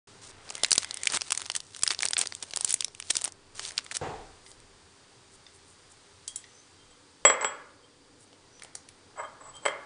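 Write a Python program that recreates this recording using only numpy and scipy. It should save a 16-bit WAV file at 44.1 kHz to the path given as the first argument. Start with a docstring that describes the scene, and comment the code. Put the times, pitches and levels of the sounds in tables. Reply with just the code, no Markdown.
"""First a steady hiss over fridge hum in a tiled kitchen, then a foil packet of tea turned and torn at the microphone.
Creases snap as short coloured noise bursts over a smeared rustle; a dull noise swell is a knock in the next room.
Then a paper tag ticks into a stoneware mug, which is set down, rocks and slides: struck and ground resonances.
Buttons click as small bursts, a clock rattles its case, and a decaying noise tail gives the hard-walled room."""
import sys
import numpy as np
from scipy import signal
from scipy.fft import rfft, irfft
from scipy.io import wavfile
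from scipy.ndimage import uniform_filter1d

SR = 44100
rng = np.random.default_rng(int(sys.argv[2]) if len(sys.argv) > 2 else 0)


def undo_db(level):
    """Turn decibels back into plain size, where 20 dB means ten times bigger."""
    steps = np.asarray(level, float) / 20
    return 10 ** steps


def to_wav(sig):
    """Store sig (one row per channel, or 1-D mono) as 16-bit WAV at the path in sys.argv[1].

    Samples outside -1..1 are clipped; the rate is SR.
    """
    pcm = np.clip(np.atleast_2d(sig), -1, 1) * 32767
    pcm = np.round(pcm).astype(np.int16)
    wavfile.write(sys.argv[1], SR, pcm.T)  # frames by channels


N = 434385
T = np.arange(N) / SR


def colour(x, points):
    """Shape the spectrum along the last axis by (frequency [Hz], level [dB]) points."""
    hz, db = np.transpose(points)
    f = np.fft.rfftfreq(x.shape[-1], 1 / SR) + 1
    gain = undo_db(np.interp(np.log(f), np.log(hz), db))
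    return irfft(rfft(x) * gain, x.shape[-1])


def unit(x):
    """Scale to rms 1."""
    return x / np.sqrt(np.mean(x ** 2))


def band(x, hz, width):
    """Pass one resonance, its centre and width in Hz."""
    return signal.lfilter(*signal.iirpeak(hz, hz / width, SR), x)


def gains(spans):
    """Gain per sample for each dB column of a list of (time, dB, ..) tables; -200 dB outside each."""
    out = 0
    for rows in spans:
        s, *columns = np.transpose(rows)
        out = out + np.array([undo_db(np.interp(T, s, c, left=-200, right=-200)) for c in columns])
    return out


def swells(rows):
    """Gain per sample for each dB column of (start, length, dB, ..) rows: every stroke swells and fades."""
    out = 0
    for s, length, *db in rows:
        stroke = np.sin(np.pi * np.clip((T - s) / length, 0, 1)) ** 2
        out = out + stroke * undo_db(np.array(db))[:, None]
    return out


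def place(times, sounds):
    """Lay short sounds on the time line."""
    out = np.zeros(N + sounds.shape[1])
    for s, sound in zip(times, sounds):
        out[int(s * SR):int(s * SR) + len(sound)] += sound
    return out[:N]


def place_at_peaks(times, peaks_db, sounds):
    """Lay short sounds on the time line, each scaled to its own peak level."""
    scale = undo_db(peaks_db) / abs(sounds).max(axis=1)
    return place(times, sounds * scale[:, None])


def ring(modes, x):
    """Excite decaying (Hz, dB, t60) modes; neighbours swing in opposite directions."""
    out = 0
    for k, (hz, db, t60) in enumerate(modes):
        pole = np.exp(2j * np.pi * hz / SR - np.log(1000) / (t60 * SR))
        mode = signal.lfilter([1, -1], [1, -pole], x).imag / abs(1 - pole)
        out = out + (-1) ** k * undo_db(db) * mode
    return out


def grit(rate, scatter_db):
    """Random clicks, rate per second, of widely spread but bounded size, rms 1."""
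    chance = rng.random((N, 2)).T
    size = np.minimum(-np.log(1 - chance[1]), 3)
    sign = np.sign(rng.standard_normal(N))
    return unit((chance[0] < rate / SR) * undo_db(scatter_db * size) * sign)


# Spectrum of the room hiss: (frequency [Hz], level [dB])
HISS_COLOUR = [(12, -38), (20, 12), (43, -20.5), (92, 4.5), (213, -3.5), (401, -2.5), (679, -7.5),
               (861, -4), (1280, -6.5), (2600, -12), (3800, -10.5), (6000, -13.5), (9400, -14),
               (10300, -22)]
# Hiss over time: (time [s], level [dB], treble against bass [dB])
HISS_LEVELS = [(0, -55, 4), (1.3, -61, -13), (1.7, -59, -2.5), (3.4, -58.5, -2), (4, -58, 6), (4.6, -59, 2),
               (6.402, -62, 6.5), (7.9, -61.5, 1.5), (9.85, -56, -1.5)]


def hiss():
    """Steady coloured noise whose level and treble, split gently around 1.5 kHz, drift."""
    s, level_db, treble_db = np.transpose(HISS_LEVELS)
    noise = unit(colour(rng.standard_normal(N), HISS_COLOUR))
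    bass = signal.lfilter(*signal.butter(1, 1500, fs=SR), noise)
    treble = undo_db(np.interp(T, s, treble_db)) * (noise - bass)
    return undo_db(np.interp(T, s, level_db)) * (bass + treble)


# Fridge resonances: (frequency [Hz], width [Hz], level early on [dB], level later [dB])
FRIDGE = [(88.4, 11, -69, -76.5), (397, 15, -69.5, -74.5), (488, 25, -77, -69.5),
          (289.4, 35.8, -75.5, -68.5), (4740, 290, -71.5, -71)]
# The hum moves from its early to its later balance: (start [s], end [s])
HUM_SHIFT_S = (6, 7.1)


def fridge():
    """Narrow noise resonances whose levels shift from the early balance to the later one."""
    out = 0
    for hz, width, early_db, later_db in FRIDGE:
        level = undo_db(np.interp(T, HUM_SHIFT_S, (early_db, later_db)))
        out = out + level * unit(band(rng.standard_normal(N), hz, width))
    return out


# The phone moving in the hand: (start [s], length [s], top level [dB])
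RUMBLE = [(3.98, 0.44, -53.5), (4.35, .5, -61), (5.28, 0.19, -69), (6.75, .2, -62), (7.18, 0.2, -58)]


def hand_rumble():
    """Noise passed twice through a 25 Hz resonance, swelling with each movement of the hand."""
    return swells(RUMBLE)[0] * unit(band(band(rng.standard_normal(N), 25, 37.4), 25, 37.4))


# Hard-walled kitchen: (frequency [Hz], decay by 60 dB [s])
KITCHEN_T60 = [(200, 1), (530, 0.43), (1400, 0.69), (3700, 0.29), (9700, 0.14)]


def kitchen(x):
    """Diffuse tail of hard walls, each band of noise dying at its own rate, the top soonest."""
    t, tail = np.arange(SR) / SR, 0
    known_hz, known_t60 = np.transpose(KITCHEN_T60)
    for hz in 125 * 2 ** np.arange(0, 6.6, .5):
        t60 = np.interp(np.log(hz), np.log(known_hz), known_t60)
        tail = tail + band(rng.standard_normal(SR), hz, hz / 3) * undo_db(-60 * t / t60)
    tail *= 1 - np.exp(-t / 0.0018)  # soft onset
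    return signal.fftconvolve(x, tail / np.sqrt(np.sum(tail ** 2)))[:N]


KNOCK_S, KNOCK_DB, KNOCK_T60_S = 4.013, -29, 0.64
# Spectrum of the knock next door: (frequency [Hz], level per Hz [dB])
KNOCK_COLOUR = [(35, -39), (60, -14), (140, -11), (194, -19.5), (500, -8.5), (606, -16), (749, -7),
                (1240, -20), (1820, -24), (6000, -40), (7800, -38), (13200, -120)]


def knock():
    """Heard through a doorway: dull noise enters at half strength, swells and dies with the far room."""
    t = np.clip(T - KNOCK_S, 0, None)
    shape = (t > 0) * (1 - .5 * np.exp(-t / 0.045)) * undo_db(-60 * t / KNOCK_T60_S)
    return undo_db(KNOCK_DB) * shape * unit(colour(rng.standard_normal(N), KNOCK_COLOUR))


# Clock ticks: (time [s], peak level [dB])
CLOCK_TICKS = [(4.463, -39.5), (5.465, -38), (6.44, -37)]
# Plastic clock case: (frequency [Hz], level [dB], decay by 60 dB [s])
CLOCK_MODES = [(1950, -3, .01), (3600, -1, .01), (4900, -3, .008), (6000, -6, .006)]


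def clock():
    """A wall clock's step rattles a few short resonances of its plastic case."""
    s, db = np.transpose(CLOCK_TICKS)
    t = np.arange(3000) / SR
    rattle = np.exp(-t / 0.0056) * rng.standard_normal((len(s), len(t)))
    return place_at_peaks(s, db, ring(CLOCK_MODES, rattle))


# A thin ring that swells and fades: (start [s], length [s], top level [dB], frequency [Hz])
THIN_RING = [(6.44, 0.26, -61, 6130), (8.48, 0.17, -60.5, 5930)]


def thin_ring():
    """A narrow wavering band near 6 kHz: slow noise on a cosine and a sine."""
    flutter = unit(uniform_filter1d(rng.standard_normal((2, N)), 150))
    out = 0
    for s, length, db, hz in THIN_RING:
        phase = 2 * np.pi * hz * T
        tone = flutter[0] * np.cos(phase) + flutter[1] * np.sin(phase)
        out = out + swells([(s, length, db)])[0] * tone
    return out


# Edges of the four bands that colour a snap [Hz]
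BAND_EDGES_HZ = np.array([300, 1500, 3500, 6500, 10000])


def snaps(rows, rise_s, fall_s, tail_s, tail_db):
    """Each snap builds up and flips in a ragged burst, longer for a big one, then flutters on briefly."""
    rows, lead = np.array(rows), 256 / SR
    t = np.arange(2048) / SR - lead
    # falls and tails last as given at a 0 dB peak
    after = np.clip(t, 0, None) / undo_db(0.16 * rows[:, 1:2])
    fall = np.exp(-after / fall_s) + undo_db(tail_db) * np.exp(-after / tail_s)
    shape = np.where(t < 0, np.exp(-abs(t) / rise_s), fall)
    bursts = shape * rng.standard_normal((len(rows), len(t)))
    centre = np.sqrt(BAND_EDGES_HZ[1:] * BAND_EDGES_HZ[:-1])
    # the 3.5-6.5 kHz band is the 0 dB reference
    per_hz = np.insert(rows[:, 2:], 2, 0, axis=1) - 10 * np.log10(np.diff(BAND_EDGES_HZ))
    bursts = np.array([colour(b, [(120, d[0] - 18), *zip(centre, d)]) for b, d in zip(bursts, per_hz)])
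    return place_at_peaks(rows[:, 0] - lead, rows[:, 1], bursts)


# Small ticks of tag, string, fingers and buttons: (time [s], peak level [dB], then against 3.5-6.5 kHz:
# 300-1500 Hz [dB], 1.5-3.5 kHz [dB], 6.5-10 kHz [dB])
TICKS = [(4.5162, -30.5, -3, -14, -3), (4.602, -36, -11, -2, 3), (6.279, -12.5, -18, -13.5, 6),
         (6.3599, -8, -20, -8, 19), (8.2424, -41, -5, -5, 12), (8.2771, -42, 1, 8, 7),
         (8.33, -39.5, -4, -1, -12), (8.5969, -37, -14, 1, -4.5), (8.6219, -28, -8, 5, -5),
         (8.6349, -23.5, 0, -18, 4), (8.6482, -30.5, 2.5, -1, -3), (8.7529, -15.5, -3.5, -14, 8.5),
         (8.8888, -28, -22, 2, 2), (9.553, -30.5, -20, -19, 10), (9.558, -43, -20, -15, 9),
         (9.563, -39, -19, -12, 19), (9.568, -33, -25, -7, 5)]


def small_ticks():
    """Light contacts, each a short coloured noise burst with a fluttering tail."""
    return snaps(TICKS, rise_s=0.00068, fall_s=0.00166, tail_s=0.0061, tail_db=-12.5)


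# Stoneware mug wall: (frequency [Hz], level [dB], decay by 60 dB [s])
MUG = [(3165, 0, .15), (3292, 0, .2), (7727, 0, .14), (7919, -18, .12), (7330, -19, .2), (7830, 0, .045),
       (8930, -8, .13)]
# Counter top under the mug: (frequency [Hz], level [dB], decay by 60 dB [s])
COUNTER = [(400, -20, .015), (569, 7, 0.026), (700, -4.5, 0.0085), (830, 6, 0.011), (1080, 4.5, .025),
           (1183, 5, .022), (1448, 0.5, 0.021), (1680, 3.5, .018), (1904, -2.5, 0.024), (2085, 4, .028),
           (2450, -25, .01), (2760, -26, .008)]
# Blows on the mug: (time [s], peak level of the counter [dB], drive of the first wall mode [dB],
# of the second [dB], of the 7.7 and 7.9 kHz pair [dB], of the other three [dB])
BLOWS = [(6.28, -50, -46, -45, -57, -34), (6.358, -55, -53, -53, -44, -41),
         (7.251, -0.5, -40, -21.5, -9.5, -47), (7.2994, -8, -36, -51, -30, -54),
         (7.327, -39, -52, -62, -47, -63), (7.341, -29, -53, -62, -37, -61),
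         (7.411, -22, -57, -51, -34, -57), (7.427, -22.5, -54, -56, -41, -54),
         (7.446, -10.5, -40, -37, -25, -51), (9.654, -16.5, -37, -58, -50.5, -27.5),
         (9.661, -10, -37, -42, -52, -27), (9.682, -17, -33.5, -58, -55, -55)]


def mug_blows():
    """Each blow rattles the counter and taps the wall, later ones crack; its row balances the modes."""
    rows, t = np.array(BLOWS), np.arange(12000) / SR
    # the heavy counter takes the blow and keeps rattling
    rattle = np.exp(-t / 0.004) * rng.standard_normal((len(rows), len(t)))
    counter = place_at_peaks(rows[:, 0], rows[:, 1], ring(COUNTER, undo_db(24.5) * (t == 0) + rattle))
    # the hard wall gets one clean tap
    groups = MUG[:1], MUG[1:2], MUG[2:4], MUG[4:]
    taps = np.array([ring(modes, 1. * (t == 0)) for modes in groups])
    wall = place(rows[:, 0], undo_db(rows[:, 2:]) @ taps)
    # from the third blow on, a crack 20 dB under the counter's peak
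    cracks = [(s + 0.00072, db - 20, 6, 4, -4) for s, db, *_ in BLOWS[2:]]
    return counter, wall, snaps(cracks, rise_s=0.00033, fall_s=0.0014, tail_s=.003, tail_db=-18)


# Mug grinding on its foot: (start [s], length [s], top level of the counter [dB],
# of the first wall mode [dB], of the 7.83 kHz wall mode [dB])
SLIDE = [(6.764, 0.11, -86, -64, -84), (6.892, 0.047, -69, -58.5, -63), (7.395, 0.058, -30, -61, -37.5),
         (7.804, 0.064, -72, -64, -80), (9.146, 0.076, -43, -64, -56), (9.181, 0.041, -33, -60.5, -49),
         (9.212, 0.055, -38.5, -54, -55), (9.275, 0.073, -69, -70, -67), (9.396, 0.034, -48.5, -81, -54),
         (9.414, 0.12, -50.5, -73, -50.5), (9.522, 0.072, -55, -48.5, -53), (9.605, 0.076, -52, -62, -52)]


def mug_slide():
    """The foot grinds softly: gritty force, holding little outside the modes it drives."""
    slide = []
    for level, modes, hz in zip(swells(SLIDE), [COUNTER, MUG[:1], MUG[5:6]], [950, MUG[0][0], MUG[5][0]]):
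        force = band(band(grit(1500., 1.9), hz, hz), hz, hz)
        slide.append(ring(modes, level * force) / np.std(ring(modes, force)))
    return slide[0], slide[1] + slide[2]


def mug():
    """Blows and grinding ring the same wall and counter modes; a thin top radiates no deep bass."""
    counter, wall, cracks = mug_blows()
    counter_slide, wall_slide = mug_slide()
    no_bass = signal.butter(2, 230, "high", fs=SR, output="sos")
    return signal.sosfilt(no_bass, counter + counter_slide), wall + wall_slide, cracks


# Soft brushing of paper and fingers: (start [s], length [s], top level [dB])
BRUSH = [(4.42, 0.14, -53.5), (5.3, 0.084, -56.5), (5.52, 0.069, -58), (5.64, .12, -58.5),
         (5.89, 0.047, -54.5), (8.17, 0.1, -58.5)]


def brushing():
    """Widely uneven high grit that swells and fades with each stroke."""
    brush = band(band(grit(3500.0, 7.2), 9700, 4000), 7600, 5000)
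    return swells(BRUSH)[0] * unit(brush)


# Resonances of the held packet: (frequency [Hz], width [Hz], level [dB])
HOLLOW = [(2050, 240, -6.5), (3360, 1000, -7)]
# Hiss in the hollow over time: (time [s], level [dB])
HOLLOW_LEVELS = [(.45, -78), (.6, -48.5), (.9, -51), (1.05, -48), (1.15, -81)]


def hollow_air():
    """Air hissing in the hollow of the held packet: noise through two resonances."""
    air = 0
    for hz, width, db in HOLLOW:
        air = air + undo_db(db) * unit(band(band(rng.standard_normal(N), hz, width), hz, width))
    return gains([HOLLOW_LEVELS])[0] * air


# Foil sliding between fingers: (time [s], level [dB], level of the low puffs [dB])
RUSTLE = [(0.3, -80, -59.5), (0.51, -50.5, -53), (0.81, -54.5, -56.5), (1.07, -50, -55.5),
          (1.23, -52.5, -70.5), (1.42, -48.5, -53), (1.6, -60.5, -77.5), (1.8, -52, -71),
          (2.05, -55.5, -62.5), (2.26, -53, -68), (2.5, -54.5, -62), (2.7, -44, -54), (2.93, -66.5, -96),
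          (3.18, -40.5, -55), (3.33, -91, -90), (3.59, -68, -69), (3.74, -55.5, -57), (4.0, -70, -83)]
# Fists of foil crushed at once: (start [s], length [s], level [dB], level of the low puffs [dB])
CRUMPLES = [(0.217, 0.098, -51, -61), (0.786, 0.048, -53, -64), (1.096, 0.054, -42.5, -43.5),
            (1.136, 0.033, -28.5, -42), (1.261, 0.028, -47.5, -58), (1.542, 0.041, -42.5, -52.5),
            (1.901, 0.025, -35, -47), (2.02, 0.036, -42.5, -47.5), (2.178, 0.06, -35.5, -41.5),
            (2.425, 0.012, -30.5, -44), (2.685, 0.043, -40, -70), (3.1, 0.012, -23.5, -43.5),
            (3.234, 0.059, -48, -53.5), (3.55, 0.055, -45, -56), (3.608, 0.089, -40.5, -57.5),
            (3.91, 0.018, -43.5, -51), (3.945, 0.027, -33, -51)]
# Spectrum of the creasing foil: (frequency [Hz], level [dB])
FOIL = [(400, -7.5), (1500, -1.5), (3500, 9), (6000, 10), (7000, 9), (9300, 11), (10300, -1)]


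def rustle():
    """Dense tiny creases between the loud ones, smeared by the sheet; the air inside puffs lower."""
    crushed = gains([[(s, a, b), (s + length, a, b)] for s, length, a, b in CRUMPLES])
    high, low = gains([RUSTLE]) + uniform_filter1d(crushed, size=300)
    smear = signal.lfilter([1], [1, -np.exp(-1 / (0.001 * SR))], abs(grit(1700.0, 2.1)))  # 1 ms decay
    creases = smear * rng.standard_normal(N)
    puffs = band(band(grit(1500., 2.3), 970, 2400), 480, 2500)
    return high * unit(colour(creases, FOIL)) + low * unit(puffs)


# Bouts of handling: (start [s], length [s], usual peak level of a small snap [dB])
BOUTS = [(0.24, 0.038, -41), (0.482, 0.1, -28), (0.65, 0.22, -23), (1.084, 0.11, -38), (1.309, 0.16, -23),
         (1.757, 0.23, -21.5), (1.977, 0.32, -22.5), (2.527, 0.24, -31), (3.109, 0.13, -21),
         (3.62, 0.1, -28.5), (3.757, 0.23, -29)]
# Usual colour of a small snap against 3.5-6.5 kHz: (300-1500 Hz [dB], 1.5-3.5 kHz [dB], 6.5-10 kHz [dB])
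SMALL_BANDS_DB = (-11, -3, -0.5)
SMALL_PER_S, SMALL_LEVEL_SCATTER_DB, SMALL_BAND_SCATTER_DB = 50, 4.5, 5.5


def small_snaps():
    """Rows of chance snaps inside the bouts of handling, scattered in level and colour."""
    rows = []
    when, chance = rng.random((len(BOUTS), 20)), rng.standard_normal((len(BOUTS), 20, 4))
    for (s, length, db), u, c in zip(BOUTS, when, chance):
        count = round(SMALL_PER_S * length)
        peak_db = db + SMALL_LEVEL_SCATTER_DB * c[:, 0]
        bands_db = SMALL_BANDS_DB + SMALL_BAND_SCATTER_DB * c[:, 1:]
        rows += list(np.c_[s + length * u, peak_db, bands_db][:count])
    return rows


# Loud creases snapping close to the microphone: (time of the peak [s], peak level [dB],
# then against 3.5-6.5 kHz: 300-1500 Hz [dB], 1.5-3.5 kHz [dB], 6.5-10 kHz [dB])
SNAPS = [(0.5025, -17.5, -19, -13, 1), (0.5531, -14, -8, -6.5, -1), (0.6349, -2.5, -7, -7, -2),
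         (0.6467, -4.5, -19.5, -7, -10), (0.7081, -3, -14, -24, 7), (0.717, 4, -18, -8, 1.5),
         (0.7294, 3, -36, -46, -0.5), (0.7583, -8, -10, 20, 26), (0.7799, 6.5, -15, -13, 0),
         (0.9097, -16, -24, -9, -11), (0.9429, -13.5, -26, -5, 5.5), (0.9717, -15.5, -17, -6, 2),
         (1.0342, -8, -25, 4, 7), (1.0558, -11.5, -17, -7, 3), (1.0717, 0.5, -23, 1, 0),
         (1.1006, -18, -31, -30, -16), (1.1223, -6, 2, 14.5, 16), (1.1366, -18, -5, 17, 6),
         (1.1443, -10.5, 21, 2.5, 12), (1.1715, -6.5, 0, 10, 8), (1.2102, -16, -18, -10, -12),
         (1.218, -11.5, -12, -9, -6), (1.3063, -6.5, -16.5, -10.5, 0), (1.3209, -3, -10, -3, 3.5),
         (1.3273, -13, -22, -11, -11.5), (1.376, -3.5, -22.5, -10, 5.5), (1.3971, -17.5, -2.5, -3, 0.5),
         (1.4178, -15, -1, 5, 4), (1.5001, -10.5, -18.5, -4.5, -9.5), (1.5177, -16.5, -24, -17, -5.5),
         (1.5521, -8, -36, 2, 1), (1.5634, 1.5, -30, -6.5, 7), (1.6037, -22, -20.5, -19, -10),
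         (1.7479, -21, -27, 0, -6), (1.8344, 5.5, -7.5, -4, 9), (1.866, -14, -24.5, 7, -2),
         (1.8771, -1, -21, -15, -5), (1.9062, -11, -16, -14, -25.5), (1.9159, -13, -17, 3, -3),
         (1.9908, -13.5, -5, -9, -4), (2.0235, -8.5, -39, -23, -1.5), (2.0325, -16.5, -19, 46, 6),
         (2.0538, 1, -8, -3, 8), (2.061, -12.5, -19, -14.5, -12), (2.0857, -4.5, -39, -20, 1),
         (2.1089, -12, -28, -22, 46), (2.1339, -8.5, -22, -16, -16), (2.1421, -12.5, -31, -18, 27),
         (2.168, -12.5, -26, 1, -41), (2.1812, -3.5, -28.5, -30, 34), (2.1908, -2.5, -28, -1, 14.5),
         (2.2137, -0.5, -18.5, -10.5, 5), (2.272, -14.5, -42, -17, -5), (2.3236, -21.5, -11, -7, -15),
         (2.3506, -16.5, -34, -2, 8), (2.4306, -48, 34.5, -13.5, -32.5), (2.5094, -25, -40, -14, -9),
         (2.5364, -16.5, -13, -10, -14), (2.5612, -7, -20.5, -8.5, 0), (2.5723, -8, -6, -9, 4),
         (2.6093, -6.5, -13.5, -11, 6), (2.6467, 3, -38, -16, 5.5), (2.6774, -13, -26, -9, 2),
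         (2.6945, -8.5, -24, 3, 17), (2.7068, -2, -22, 1, 15), (2.7262, -3.5, -28, -4, 21),
         (2.7412, 2.5, -27, -6, 11), (2.8072, -7, -21.5, -9, -2.5), (2.8232, -21, -22, -3, -8),
         (2.8459, -5, -33, -7.5, 1.5), (2.8818, -27, -6, -12, -7.5), (2.9495, -24, -28, -2, -1),
         (3.0006, -12, -17, 8.5, 8), (3.0252, -26.5, -19, 1, -17), (3.1059, -1.5, -17, -1, 9.5),
         (3.168, 0, -39, -13, 3.5), (3.2422, -7, -14.5, -12, 2), (3.2475, -4.5, -12, 10, 25),
         (3.2555, -11, -17, -6, 1.5), (3.2776, -15, 4, 4, 6), (3.3221, -24, -13, -9, 0.5),
         (3.5951, -14.5, -16, -4, -9.5), (3.6519, -16.5, -33, -7, -12), (3.7794, -4.5, -39, -12, -11),
         (3.8441, -22.5, -6, -8, 23), (3.9441, -18, -16, -19, 10), (3.9686, -9, -8, -7, 6.5)]


def packet_snaps():
    """Creases of the foil build up, flip and flutter, loud ones and chance small ones."""
    return snaps(SNAPS + small_snaps(), rise_s=0.0004, fall_s=0.0011, tail_s=0.0066, tail_db=-24)


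def scene():
    """The packet is at the microphone, the mug an arm's length off and so wetter."""
    background = hiss() + fridge() + hand_rumble()
    ticks = small_ticks() + clock()
    counter, wall, cracks = mug()
    packet = packet_snaps() + rustle() + hollow_air() + brushing()
    send = undo_db(-26) * packet + undo_db(-10.0) * ticks
    send = send + undo_db(-10.5) * counter + undo_db(-15) * wall + undo_db(-27.5) * cracks
    direct = packet + ticks + counter + wall + cracks
    return (direct + kitchen(send) + thin_ring() + knock() + background)[None]


def band_limit(x):
    """A steep low-pass at the top of the band."""
    return signal.sosfilt(signal.butter(12, 10910, fs=SR, output="sos"), x)


START_S, OVERLOAD, STOP_HZ = 0.072, 1.35, 10774


def record(dry):
    """The phone opens late, rounds the loudest peaks and cuts the top steeply."""
    opened = dry * (T > START_S)
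    rounded = np.tanh(OVERLOAD * opened) / OVERLOAD
    steep = signal.cheby2(16, 62, STOP_HZ, fs=SR, output="sos")  # 62 dB down from STOP_HZ
    mix = signal.sosfilt(steep, rounded)
    return band_limit(mix)


dry = scene()
out = record(dry)
to_wav(out)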